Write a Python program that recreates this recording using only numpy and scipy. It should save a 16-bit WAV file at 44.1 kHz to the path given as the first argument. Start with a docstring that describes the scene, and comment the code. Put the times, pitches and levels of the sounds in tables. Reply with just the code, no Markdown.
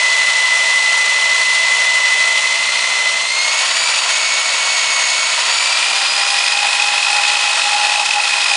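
"""An electric core drill on a stand grinds into wet concrete, outdoors, about a metre away.
Its motor pinion whines through a two-stage gearbox, swelling as it sweeps the modes of the gear case.
Underneath are the rush of the cooling fan and the grinding bit, and a low buzz from the stand.
As the feed eases the motor speeds up, the slack gears chatter and a bearing starts to howl."""
import sys
import numpy as np
from scipy import signal
from scipy.fft import rfft, irfft
from scipy.io import wavfile
from scipy.ndimage import uniform_filter1d, map_coordinates

SR = 44100
rng = np.random.default_rng(int(sys.argv[2]) if len(sys.argv) > 2 else 0)


def dump_mix(stems):
    """Bounce the given channels to the path in sys.argv[1] as a 16-bit WAV at rate SR."""
    frames = np.atleast_2d(stems).T  # one column per channel
    limited = np.clip(frames, -1, 1)  # hard clip at full scale
    pcm = np.round(limited * 32767).astype(np.int16)
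    wavfile.write(sys.argv[1], SR, pcm)


N = 377496
TIME = np.arange(N) / SR
BIN_HZ = np.maximum(np.arange(N // 2 + 1) * SR / N, 1)
PINION_TEETH, WHEEL_TEETH, SECOND_PINION_TEETH, SPINDLE_TEETH = 7, 34, 8, 38


def undb(db):
    """Decibels to gain."""
    return 10 ** (np.asarray(db) / 20)


def curve(points):
    """Automation curve: straight lines through (seconds, value) points."""
    return np.interp(TIME, *np.transpose(points))


def unit(x):
    """Scale to rms 1."""
    return x / np.sqrt(np.mean(x ** 2))


def shaped(x, gain):
    """Filter by a gain for each frequency."""
    return irfft(rfft(x) * gain, N)


def noise(gain):
    """Noise of rms 1 with the given colour."""
    return unit(shaped(rng.standard_normal(N), gain))


def wander(hz):
    """Random drift of rms 1, moving at up to about the given rate."""
    return noise(1 / (1 + (BIN_HZ / hz) ** 2))


def resonance(hz, width_hz):
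    """Response of one mode, gain 1 at its centre."""
    return 1 / (1 + 1j * (BIN_HZ / hz - hz / BIN_HZ) * hz / width_hz)


def tone(turns):
    """Sine of rms 1, from a phase in turns."""
    return np.sqrt(2) * np.cos(2 * np.pi * turns)


def smeared(turns, spread, hz):
    """A tone with a skirt of noise: its level and phase shake at up to about the given rate."""
    in_phase = (1 + spread * wander(hz)) * tone(turns)
    quadrature = spread * wander(hz) * tone(turns + 1 / 4)
    return (in_phase + quadrature) / np.sqrt(1 + spread ** 2)


def looped(pattern, turns):
    """A pattern that comes round with every turn of a part, at rms 1."""
    return unit(map_coordinates(pattern, [turns % 1 * len(pattern)], order=3, mode="grid-wrap"))


def by_feed(shaft_hz, values):
    """Crossfade three values, for heavy, medium and light feed, by the motor's speed."""
    # Shaft speeds in Hz under heavy, medium and light feed.
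    feed_hz = [290, 320, 358]
    return np.interp(shaft_hz, feed_hz, values)


def harmonics(table, turns, shaft_hz, flutter):
    """Partials of one rotating part: each follows the feed and flutters on its own."""
    shake = wander(35)
    out = 0
    for multiple, *levels_db in table:
        gain = by_feed(shaft_hz, undb(levels_db)) * (1 + flutter * np.roll(shake, rng.integers(N)))
        out = out + gain * tone(round(multiple) * turns + rng.random())
    return out


def stand_buzz(spindle, eased, level_db=-51, eased_db=-2.5, points=128):
    """The bit's segments pass the same bumps on every turn and shake the stand with a low buzz."""
    # Bumps under the bit. Each row: bumps per turn, relative level in dB.
    bumps = [(5, -30), (9, -11), (13, -5.5), (15, -8), (19, 6), (21, -7.5), (23, -8), (29, -8.5), (30, 6),
             (31, -13), (40, -29.5)]
    per_turn, bump_db = np.transpose(bumps)
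    multiples = np.arange(points // 2 + 1)
    sizes = undb(np.interp(multiples, np.round(per_turn), bump_db, left=-80, right=-80))
    one_turn = irfft(sizes * np.exp(2j * np.pi * rng.random(len(sizes))), points)
    return undb(level_db + eased_db * eased) * looped(one_turn, spindle)


def housing_colour(points):
    """A smooth spectrum lifted by the resonances of housing and stand."""
    # The resonances. Each row: centre in Hz, width in Hz, lift in dB.
    modes = [(668, 33, 3.5), (978, 360, 12.5), (1364, 134, 7), (1942, 277, 8.5), (2562, 260, 5.5)]
    hz, db = np.transpose(points)
    lift_db = sum(peak_db * abs(resonance(centre, width)) ** 2 for centre, width, peak_db in modes)
    return undb(np.interp(np.log(BIN_HZ), np.log(hz), db) + lift_db)


def rush(wheel, shaft_hz, eased, knock, roughness=0.27, sway=0.043, flicker_db=0.74, grit_db=0.81):
    """Fan air, grinding grit and tooth roughness, all coloured by the housing."""
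    # Colour under heavy and under light feed. Each row: frequency in Hz, relative level in dB.
    heavy_colour = [(30, -33), (105, -37.5), (310, -33.5), (450, -20), (600, -12), (770, -17),
                    (1600, -14.5), (2800, -3.5), (3040, 0.5), (3250, -2.5), (5000, -5), (7300, -7.5),
                    (7950, -8.5), (8700, -11), (9900, -12.5)]
    light_colour = [(30, -30), (110, -43), (190, -21), (310, -27), (450, -17), (600, -7), (780, -12.5),
                    (1650, -6), (2250, -6), (2800, -1), (4200, -1), (5400, -5.5), (5900, -8.5),
                    (7000, -7.5), (8500, -10.5), (9900, -12.5)]
    # Low, middle and hiss bands, where the level is ridden. Each row: lower edge, upper edge in Hz.
    bands = [(900, 1700), (2800, 4000), (7200, 10000)]
    # Base level of those bands. Each row: dB under heavy, medium and light feed.
    band_levels = [(-27.5, -26.5, -26.5), (-24, -23.5, -21.9), (-29, -29, -28)]
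    # Swell as the bit grinds more or less. Each row: time in seconds, lift in dB.
    grind_swell = [(0, 0), (2.0, 0), (3.1, -0.8), (3.33, -2), (3.57, 1), (4.3, 0.3), (5.1, 0.45),
                   (5.5, 1.2), (6.8, -0.5), (7.6, 0.6), (8.2, -1.4), (8.56, .4)]
    air = rng.standard_normal(N)
    teeth = roughness * (1 - 0.14 * eased) * looped(rng.standard_normal(512), wheel)
    pulse = 1 + sway * (1 - 0.42 * eased) * tone(wheel) + knock
    source = (air + teeth) * pulse * undb(flicker_db * wander(52))
    heavy = unit(shaped(source, housing_colour(heavy_colour)))
    light = unit(shaped(source, housing_colour(light_colour)))
    blend = (1 - eased) * heavy + eased * light
    log_centres = np.log(bands).mean(axis=1)
    out = 0
    for (low, high), share, levels_db in zip(bands, np.eye(len(bands)), band_levels):
        power = uniform_filter1d(shaped(blend, (BIN_HZ > low) & (BIN_HZ < high)) ** 2, size=SR // 2)
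        db = by_feed(shaft_hz, levels_db) + curve(grind_swell) + grit_db * wander(30)
        crossover = np.interp(np.log(BIN_HZ), log_centres, share)
        out = out + shaped(blend, crossover) * undb(db) / np.sqrt(power)
    return out


def motor_hum(shaft, shaft_hz):
    """Fan, slots and commutator sing at multiples of the shaft speed."""
    # Each row: multiple of the shaft speed, level in dB under heavy, medium and light feed.
    partials = [(1, -66, -63.5, -56.5), (2, -44.5, -42, -44), (8, -48, -34, -42), (12, -32.5, -47, -56.5),
                (15, -38.5, -43, -37.5), (24, -44, -41, -49), (29, -51, -49, -64)]
    return harmonics(partials, shaft, shaft_hz, flutter=0.17)


def bearing_howl(shaft, shaft_hz, base_db=-42.5, onset_hz=336, db_per_hz=0.5634, swell_db=5.0):
    """The balls pass a little over twice a turn and slip, so the howl swells; it grows with speed."""
    # Loud surges of the howl. 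Each row: peak time in seconds, lift in dB.
    surges = [(6.66, 5), (7.73, 6), (7.87, 3), (8.18, 5)]
    passes_per_turn, slip_turns, surge_s = 2.285, 0.12, 0.023
    surge_db = sum(db * np.exp(-.5 * ((TIME - at) / surge_s) ** 2) for at, db in surges)
    speed_db = db_per_hz * np.maximum(shaft_hz - onset_hz, 0)
    level_db = base_db + speed_db + surge_db + swell_db * np.tanh(wander(11))
    ball_turns = passes_per_turn * shaft + slip_turns * wander(13)
    return undb(level_db) * smeared(ball_turns, spread=0.41, hz=53.6)


def slow_gear_whirr(wheel, shaft_hz):
    """The second gear pair, which drives the spindle, whirrs at overtones of its tooth rate."""
    # Each row: multiple of the tooth rate, level in dB under heavy, medium and light feed.
    partials = [(5, -46, -34, -52), (7, -41, -43, -66), (9, -37.5, -37.5, -50), (10, -50, -35, -64),
                (11, -50, -47, -62), (12, -40.5, -60, -57)]
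    return harmonics(partials, wheel * SECOND_PINION_TEETH, shaft_hz, flutter=0.49)


def wheel_buzz(wheel, shaft_hz):
    """The first wheel's uneven teeth come round on every turn and buzz; the partial at 136 times the wheel's
    rate is the fourth harmonic of the pinion's tooth tone."""
    # Each row: multiple of the wheel's turning rate, level in dB under heavy, medium and light feed.
    partials = [(8, -53, -50, -71), (11, -48, -48, -65), (26, -52, -44, -57), (36, -49, -38, -48),
                (38, -60, -41, -55), (42, -41, -43, -42), (51, -37.5, -52, -53), (67, -43, -39, -48),
                (69, -37.5, -50, -61), (76, -42, -43, -55), (94, -47, -46, -59), (110, -45, -51, -60),
                (133, -47, -54, -61), (135, -42.5, -45, -58), (136, -43, -44, -49)]
    return harmonics(partials, wheel, shaft_hz, flutter=0.34)


def tooth_knocks(shaft_hz, flight_s=.0185, flight_spread=.18, scatter_db=1.8, width_s=0.0022):
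    """Envelope of the slack teeth striking: they bounce unevenly, and a longer flight lands harder."""
    # Shaft speeds in Hz: bouncing starts, is partly loose from and until, is fully loose.
    rattle_hz = [326, 332, 350, 356]
    # The hardest knocks. Each row: time in seconds, envelope height in dB.
    hard_knocks = [(6.732, -7.5), (6.8, -6.5), (6.824, -6.5), (7.898, -9.5), (8.061, -8), (8.111, -8),
                   (8.138, -8.5), (8.204, -8), (8.338, -8), (8.516, -8)]
    bounce_db, partly_loose = -13, undb(-4.0)
    gap_draw, size_draw = rng.standard_normal((600, 2)).T
    stretch = np.exp(flight_spread * gap_draw)
    times = np.cumsum(flight_s * stretch)
    looseness = np.interp(np.interp(times, TIME, shaft_hz), rattle_hz, [0, partly_loose, partly_loose, 1])
    sizes = looseness * stretch ** 0.65 * undb(bounce_db + scatter_db * size_draw)
    hard = [(at, undb(db)) for at, db in hard_knocks]
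    # A hard knock takes the place of any bounce within 13 ms.
    bounces = [(s, size) for s, size in zip(times, sizes) if all(abs(s - at) > .013 for at, _ in hard)]
    envelope = np.zeros(N)
    for at, size in hard + bounces:
        near = slice(*np.searchsorted(TIME, [at - .02, at + .02]))
        envelope[near] += size * np.exp(-.5 * ((TIME[near] - at) / width_s) ** 2)
    return envelope


def case_gain(hz, floor_db=-47):
    """How strongly the gear case radiates a tooth tone of this pitch."""
    # Modes of the gear case. Each row: centre in Hz, width in Hz, peak gain in dB.
    modes = [(2008.3, 82, -14.5), (2142, 110, -19), (2222, 60, -23.5), (2380, 92, -23.5), (2516, 120, -21),
             (4264, 280, -23.5), (4680, 410, -26.5), (4920, 122, -24.5), (6200, 170, -34),
             (6420, 190, -25.5), (6643, 270, -24.5), (6920, 240, -25)]
    power = sum((undb(db) / (1 + (2 * (hz - centre) / width) ** 2)) ** 2 for centre, width, db in modes)
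    return np.sqrt(power + undb(floor_db) ** 2)


def tooth_harmonic(mesh, wheel, shaft_hz, order, below, above):
    """Gain and phase of one mesh harmonic; under load the off-centre wheel adds a sideband each side."""
    wheel_hz = shaft_hz * PINION_TEETH / WHEEL_TEETH
    load = by_feed(shaft_hz, [1, .25, .3])
    phasor = 0
    for offset, share in [(-1, below * np.sqrt(load)), (0, 0.96), (0.94, above * load)]:
        hz = (order * WHEEL_TEETH + offset) * wheel_hz
        phasor = phasor + share * case_gain(hz) * np.exp(2j * np.pi * offset * wheel)
    return abs(phasor), order * mesh + np.angle(phasor) / (2 * np.pi)


def pinion_whine(wheel, spindle, shaft_hz, knock, roughness=0.22, slack_db=-7.5, knock_swell=2.6):
    """The pinion's tooth tone throbs with the off-centre wheels and chatters when the load is gone."""
    mesh = wheel * WHEEL_TEETH + 0.035 * wander(45)  # the shafts twist a little as the bit grabs
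    throb = 1 + .12 * tone(spindle + .4) + 0.035 * tone(2 * spindle)  # the bit binds once a turn
    slack_dip = undb(by_feed(shaft_hz, [0, 0, slack_db]))
    gain, turns = tooth_harmonic(mesh, wheel, shaft_hz, order=1, below=0.27, above=0.16)
    first = gain * slack_dip * throb * (1 + roughness * wander(140)) * tone(turns)
    gain, turns = tooth_harmonic(mesh, wheel, shaft_hz, order=2, below=0.37, above=0.19)
    second = gain * (1 + knock_swell * knock) * smeared(turns, spread=0.38, hz=90)
    gain, turns = tooth_harmonic(mesh, wheel, shaft_hz, order=3, below=.25, above=0.11)
    third = gain * undb(-1.7) * smeared(turns, spread=0.38, hz=90.5)
    # The gear case rings along with the third harmonic.
    case_ring = gain * undb(-7.5) * noise(resonance(hz=6870, width_hz=790) ** 2)
    chatter = undb(-3.0) * knock * tone(mesh + 0.031 * wander(50))
    return first + second + third + case_ring + chatter


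def scene():
    """One motor shaft turns the wheel and, through it, the spindle; its speed steers every layer."""
    # Motor speed, rising whenever the feed eases. Each row: time in seconds, shaft speed in Hz.
    motor_speed = [(0.0, 287.6), (1.06, 287.9), (1.27, 288.9), (2.2, 288.2), (2.77, 294.4), (3.09, 289.6),
                   (3.23, 293.7), (3.76, 329.1), (3.9, 334.0), (4.14, 317.2), (4.55, 319.5), (5.05, 315.0),
                   (5.36, 321.2), (5.89, 344.6), (6.26, 353.7), (6.76, 359.9), (8.07, 365.3), (8.56, 354.3)]
    shaft_hz = curve(motor_speed)
    shaft = np.cumsum(shaft_hz) / SR  # angles count in turns
    wheel = shaft * PINION_TEETH / WHEEL_TEETH
    spindle = wheel * SECOND_PINION_TEETH / SPINDLE_TEETH
    eased = by_feed(shaft_hz, [0, .7, 1])
    knock = tooth_knocks(shaft_hz)
    whine = pinion_whine(wheel, spindle, shaft_hz, knock)
    drive = wheel_buzz(wheel, shaft_hz) + slow_gear_whirr(wheel, shaft_hz) + motor_hum(shaft, shaft_hz)
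    bed = rush(wheel, shaft_hz, eased, knock) + stand_buzz(spindle, eased)
    howl = bearing_howl(shaft, shaft_hz)
    return (bed + howl + drive + whine)[None]


def record(dry, ceiling=.85, low_cut_hz=130, top_hz=10020):
    """Round off the very highest peaks, thin the bass and cut the top steeply."""
    rounded = dry / (1 + (dry / ceiling) ** 8) ** (1 / 8)
    thinned = signal.sosfilt(signal.butter(1, low_cut_hz, "high", fs=SR, output="sos"), rounded)
    return signal.sosfilt(signal.ellip(12, .1, 80, top_hz, fs=SR, output="sos"), thinned)


dry = scene()
out = record(dry)
dump_mix(out)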